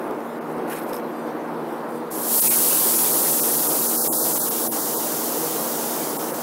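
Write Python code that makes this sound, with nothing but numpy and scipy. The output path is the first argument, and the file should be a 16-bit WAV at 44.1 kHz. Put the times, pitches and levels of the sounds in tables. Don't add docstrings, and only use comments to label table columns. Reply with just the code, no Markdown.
import sys
import numpy as np
from scipy import signal
from scipy.io import wavfile
from scipy.ndimage import uniform_filter1d

SR = 44100
rng = np.random.default_rng(int(sys.argv[2]) if len(sys.argv) > 2 else 0)


def wrap_up_sound(samples):
    columns = np.atleast_2d(samples).T
    tamed = np.clip(columns, -1, 1)
    steps = np.round(tamed * 32767).astype(np.int16)
    wavfile.write(sys.argv[1], SR, steps)


N = 283342


def jet(t):
    # time_s, level_db
    jet_levels = [(2.1, -58), (2.115, -32), (2.25, -25), (2.34, -17.5), (2.45, -16), (3.3, -18.5),
                  (3.95, -20), (4.28, -20), (4.75, -23.5), (5.98, -26), (6.15, -29), (6.42, -31)]
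    # pitch_hz, relative level_db per Hz
    bright_colour = [(1200, -44), (2000, -30), (3000, -20.5), (4500, -14), (6500, -11), (8200, -6),
                     (10900, -1), (13000, -1.5), (15800, -5)]
    dull_colour = [(1200, -36), (2000, -28), (3000, -12.5), (4000, -11.5), (6000, -5.5), (9000, -5.5),
                   (11600, -2), (13000, -3), (15800, -2.5)]
    dull_opening, dull_fading, dull_most = 0.0099, 0.094, 0.9
    top_s, top_db = max(jet_levels, key=lambda row: row[1])

    def dull_share(s):
        db_below_top = top_db - along(jet_levels, s)[0]
        share_per_db = np.where(s < top_s, dull_opening, dull_fading)
        return np.minimum(share_per_db * db_below_top, dull_most)

    air = blended(dull_share, bright_colour, dull_colour, patchy_db=.5, flicker_db=.6)
    valve_open = t > jet_levels[0][0]
    return gain_of(along(jet_levels, t)[0]) * valve_open * air


def rumble(t):
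    # time_s, level_db
    rumble_levels = [(0, -28), (.3, -30), (.7, -28.5), (1.5, -29.5), (3, -29), (6.42, -28)]
    # pitch_hz, relative level_db per Hz
    rumble_colour = [(25, -58), (75, -44), (110, -30), (135, -27), (152, -8.5), (195, -14.5), (275, -13.5),
                     (295, -5), (480, -4), (530, -5.5), (900, -8), (1400, -15.5), (3400, -38),
                     (7000, -50.5), (12000, -40), (15800, -50)]
    # pitch_hz, width_hz, boost_db
    hollows = [(208.5, 7.8, 9.5), (251, 35, 7.5), (309, 52, 4), (336.4, 20, 2.5), (470, 30, 3),
               (900, 180, 1)]

    def colour_db(hz, s):
        boost_db = sum(db / (1 + (2 * (hz - f) / width) ** 2) for f, width, db in hollows)
        return read(rumble_colour, hz) + boost_db

    motors = noise(colour_db, size=4096, patchy_db=.6, flicker_db=.5)
    return gain_of(along(rumble_levels, t)[0]) * motors


def roll(t):
    # time_s, level_db
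    roll_levels = [(2.0, -54), (2.5, -32.5), (3.3, -36.5), (4, -43.5), (5, -43.5), (5.6, -40),
                   (6.42, -41.5)]
    # pitch_hz, relative level_db per Hz
    roll_colour = [(500, -30), (1000, 2), (1600, -4), (2500, -4.5), (4000, -5), (7000, -12)]
    roar = noise(lambda hz, s: read(roll_colour, hz), size=1024, patchy_db=3.5, flicker_db=1.2)
    return gain_of(along(roll_levels, t)[0]) * roar


def hum():
    # pitch_hz, level_db
    coil_tones = [(119.5, -66), (234.8, -39.5)]
    # multiple of the passing rate, level_db
    blade_tones = [(1, -51), (2, -48), (3, -43.5)]
    blades_hz = 161.7
    coils = sum(gain_of(db) * fuzzy_tone(hz, 1, 8, .2) for hz, db in coil_tones)
    blades = sum(gain_of(db) * fuzzy_tone(k * blades_hz, 3.0, 9.3, 0.49) for k, db in blade_tones)
    return coils + blades


def squeaks(t):
    # start_s, length_s, base pitch_hz, base level_db before the swell,
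    # extra_db for multiples above six, pitch waver as a share of the pitch
    squeak_rows = [(1.12, .2, 1193, -60, 1, .004), (1.68, .05, 1190, -63, -6, .006),
                   (1.9, .12, 1190, -62, 3, .012)]
    # multiple of the base pitch, level_db relative to the base level
    partials = [(3, -3), (4, -3), (5, -7), (6, -10), (7, -4), (8, -8)]
    out = np.zeros(N)
    for s, length, hz, db, top_db, spread in squeak_rows:
        at, count = round(s * SR), round(length * SR)
        swell = np.sin(np.pi * t[:count] / length) ** 0.39
        for k, part_db in partials:
            tone = fuzzy_tone(k * hz, spread * k * hz, 150, .5, count)
            level_db = db + part_db + top_db * (k > 6)
            out[at:at + count] += gain_of(level_db) * swell * tone
    return out


def rustle(t):
    # middle_s, half_length_s, level_db, share of the dull colour (0-1)
    rustle_rows = [(.06, .09, -56, .25), (.28, 0.076, -58, .3), (.52, .018, -54, .3), (.585, .02, -57, .2),
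                   (0.722, 0.023, -34.5, 0.82), (0.762, 0.029, -37, 0.73), (0.817, 0.03, -40, 0.96),
                   (.872, .012, -50, .8), (0.903, 0.021, -43.5, 0.6), (0.943, 0.016, -40, .5),
                   (0.963, .008, -41, .4), (.985, .015, -47, 0.8), (1.73, 0.065, -53.5, 0.4),
                   (1.955, 0.046, -48, 0.1)]
    # pitch_hz, relative level_db per Hz
    bright_colour = [(2000, -17), (4000, -21), (6500, -11), (9000, -1), (12400, -3), (14500, -6),
                     (15800, -4)]
    dull_colour = [(700, -16), (1500, 14), (3000, 0), (5000, -6.5), (7000, -8), (9500, -4.5), (12300, 1.5),
                   (14200, 1), (15800, -12)]
    # start_s, snap strength_db, snap pitch_hz, strength_db of the ringing part
    ticks = [(0.1101, -34, 12600, -49), (0.1476, -44, 12000, -56), (0.2049, -39, 12500, -55),
             (0.5836, -36, 13600, -52), (0.7364, -28, 12600, -50), (0.7864, -35, 10900, -52),
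             (0.8954, -31, 12200, -48), (0.93, -32, 12300, -40), (0.9338, -23, 12300, -39),
             (0.9425, -38, 12300, -40), (0.951, -32, 12300, -38), (0.9662, -26, 12500, -39),
             (0.978, -32, 12100, -42)]
    # middle pitch_hz (each tick shifts it a little), relative level_db, decay_s
    hard_part = [(3870, -8, .002), (4950, -8, 0.0022), (5300, 2, 0.0027), (6200, -12, .0015),
                 (8300, -5, .002)]
    tick_decay_s = 0.00054
    shapes = [row[:3] for row in rustle_rows]
    shares = np.array([row[3] for row in rustle_rows])

    def dull_share(s):
        power = swells(shapes, s)
        return shares @ power / power.sum(0)

    rubbing = blended(dull_share, bright_colour, dull_colour, patchy_db=2, flicker_db=3)
    out = np.sqrt(swells(shapes, t).sum(0)) * rubbing
    out = out * gain_of(0.91 * wander(900))

    u = t[:900]
    for s, db, hz, body_db in ticks:
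        body = np.zeros(len(u))
        for f, part_db, decay_s in hard_part:
            tone = np.sin(2 * np.pi * f * rng.uniform(0.97, 1.04) * u)
            body += gain_of(part_db) * tone * np.exp(-u / decay_s)
        snap = np.sin(2 * np.pi * hz * u) + 0.51 * rng.standard_normal(len(u))
        snap = snap * np.exp(-u / tick_decay_s)
        at = round(s * SR)
        out[at:at + len(u)] += gain_of(db) * snap + gain_of(body_db) * body
    return out


def bumps(t):
    # start_s, strength_db (the peak lies about 7 dB lower)
    bump_rows = [(0.091, -47), (0.568, -46), (0.765, -53), (0.918, -46), (2.086, -51)]
    out = np.zeros(N)
    for s, db in bump_rows:
        u = np.maximum(t - s, 0) / 0.0062
        out += gain_of(db) * u * (2 - u) * np.exp(-u)
    return out


def whine(t):
    # middle_s, half_length_s, level_db
    whine_swells = [(.28, .04, -59), (.41, .03, -61), (.49, .03, -63), (1.13, .13, -59.5),
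                    (1.27, 0.014, -51.5), (1.34, .04, -60), (1.55, .16, -65.5), (1.74, .04, -61.5),
                    (1.86, .06, -67)]
    start_hz, sag_hz_per_s = 12460, 60
    tone = fuzzy_tone(start_hz - sag_hz_per_s * t, 40, 150, 0.57)
    return np.sqrt(swells(whine_swells, t).sum(0)) * tone


def dipped(x):
    # middle_s, half_length_s, depth_db, low_hz, high_hz
    dip_rows = [(.4, .009, -11, 3000, 16000), (.809, .006, -11, 3500, 8950), (.809, .006, -2, 11000, 16000),
                (0.849, .007, -5, 2800, 12000), (0.924, .005, -6, 5000, 16000),
                (2.098, 0.0029, -12, 4800, 16000), (2.363, 0.0073, -7, 1800, 3800),
                (2.409, 0.0088, -12.5, 100, 7000), (2.493, 0.013, -10.5, 800, 6900),
                (2.568, 0.013, -8, 1800, 3500), (2.922, .008, -4, 2000, 4000),
                (2.968, 0.015, -7, 1800, 4500), (3.02, 0.021, -1, 1700, 4000), (3.128, .01, -9, 1700, 4000),
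                (3.318, .009, -7, 1700, 4500), (3.222, .008, -4, 1700, 4500), (3.36, 0.007, -3, 1700, 5000),
                (3.418, 0.014, -18, 1600, 3780), (3.456, 0.02, -1, 1700, 4500),
                (3.522, 0.0091, -7, 1500, 3200), (3.57, .009, -8, 1700, 4000),
                (3.615, .0075, -4, 1700, 4500), (3.685, .009, -9, 1800, 5000), (3.733, .01, -4, 1700, 5000),
                (3.803, .012, -5, 1700, 4000), (3.883, 0.019, -10, 1800, 3970),
                (4.001, 0.038, -27.5, 1900, 3600), (4.101, 0.023, -28, 1400, 6170),
                (4.103, 0.017, -2.5, 6200, 16000), (4.192, 0.055, -23.5, 1910, 3250),
                (4.391, 0.01, -8.5, 100, 9000), (4.343, 0.013, -11, 1800, 4100),
                (4.427, 0.028, -18, 1900, 3250), (4.499, 0.01, -11, 1500, 9600),
                (4.653, .04, -5, 2000, 3160), (4.698, 0.02, -15, 900, 9500),
                (4.704, .013, -5, 11900, 16000), (4.82, 0.034, -10, 2200, 3140),
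                (4.97, 0.027, -15, 1800, 3000), (6.182, 0.01, -12, 1300, 7000),
                (6.183, .007, 0, 7000, 14500), (6.326, 0.014, -8, 2870, 8900),
                (6.325, 0.013, -6, 11500, 16000)]
    hz, s, z = signal.stft(x, SR, nperseg=256, noverlap=192)
    at, half, db, low_hz, high_hz = np.transpose(dip_rows)
    above_low = 1 + (low_hz / (hz[:, None] + 1)) ** 20
    below_high = 1 + (hz[:, None] / high_hz) ** 20
    bands = db / above_low / below_high
    moments = np.exp(-((s[:, None] - at) / half) ** 6)
    z = z * gain_of(bands @ moments.T)
    return signal.istft(z, SR, nperseg=256, noverlap=192)[1][:N]


def gain_of(db):
    return 10 ** (np.asarray(db) / 20)


def evened(x):
    return x / np.sqrt(np.mean(x ** 2) + 1e-20)


def read(points, hz):
    f, value = np.transpose(points)
    return np.interp(np.log(hz + 1), np.log(f + 1), value)


def along(rows, t):
    s, *columns = np.transpose(rows)
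    return [np.interp(t, s, column) for column in columns]


def swells(rows, t):
    bells = [gain_of(2 * db) * np.exp(-((t - s) / half) ** 2) for s, half, db in rows]
    return np.array(bells) + 1e-20


def wander(per_s, count=N):
    size = max(3, int(SR / per_s))
    once = uniform_filter1d(rng.standard_normal(count), size)
    return evened(uniform_filter1d(once, size))


def fuzzy_tone(hz, waver_hz, per_s, depth, count=N):
    turns = np.cumsum(hz + waver_hz * wander(per_s, count)) / SR
    sine = np.sin(2 * np.pi * (turns + rng.random()))
    return evened(sine * (1 + depth * wander(per_s, count)))


def noise(colour_db, size, patchy_db, flicker_db):
    hop = size // 4
    frames, hz = N // hop + 5, np.fft.rfftfreq(size, 1 / SR)[:, None]
    a, b, patches, flicker = rng.standard_normal((frames, len(hz), 4)).T
    patches = uniform_filter1d(uniform_filter1d(patches, size // 80, axis=0), 4096 // hop, axis=1)
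    flicker = uniform_filter1d(uniform_filter1d(flicker, size // 8, axis=0), 4, axis=1)
    unrest_db = patchy_db * evened(patches) + flicker_db * evened(flicker)
    shape = gain_of(colour_db(hz, np.arange(frames) * hop / SR)) * np.ones((1, frames))
    shape = shape / np.sqrt((shape ** 2).mean(0))
    z = (a + 1j * b) * shape * gain_of(unrest_db)
    return evened(signal.istft(z, nperseg=size, noverlap=size - hop)[1][:N])


def blended(dull_share, bright, dull, patchy_db, flicker_db):
    def colour_db(hz, s):
        share = np.clip(dull_share(s), 0, 1)
        return (1 - share) * read(bright, hz) + share * read(dull, hz)
    return noise(colour_db, size=256, patchy_db=patchy_db, flicker_db=flicker_db)


def scene():
    t = np.arange(N) / SR
    train = jet(t) + rumble(t) + roll(t) + hum() + squeaks(t)
    close_by = rustle(t) + bumps(t)
    mix = dipped(train + close_by + whine(t))
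    return np.array([mix, mix])


def record(dry):
    edge_hz = 15760
    low_pass = signal.firwin(2047, edge_hz, window=("kaiser", 10), fs=SR)
    return signal.oaconvolve(dry, low_pass[None], "same")


dry = scene()
out = record(dry)
wrap_up_sound(out)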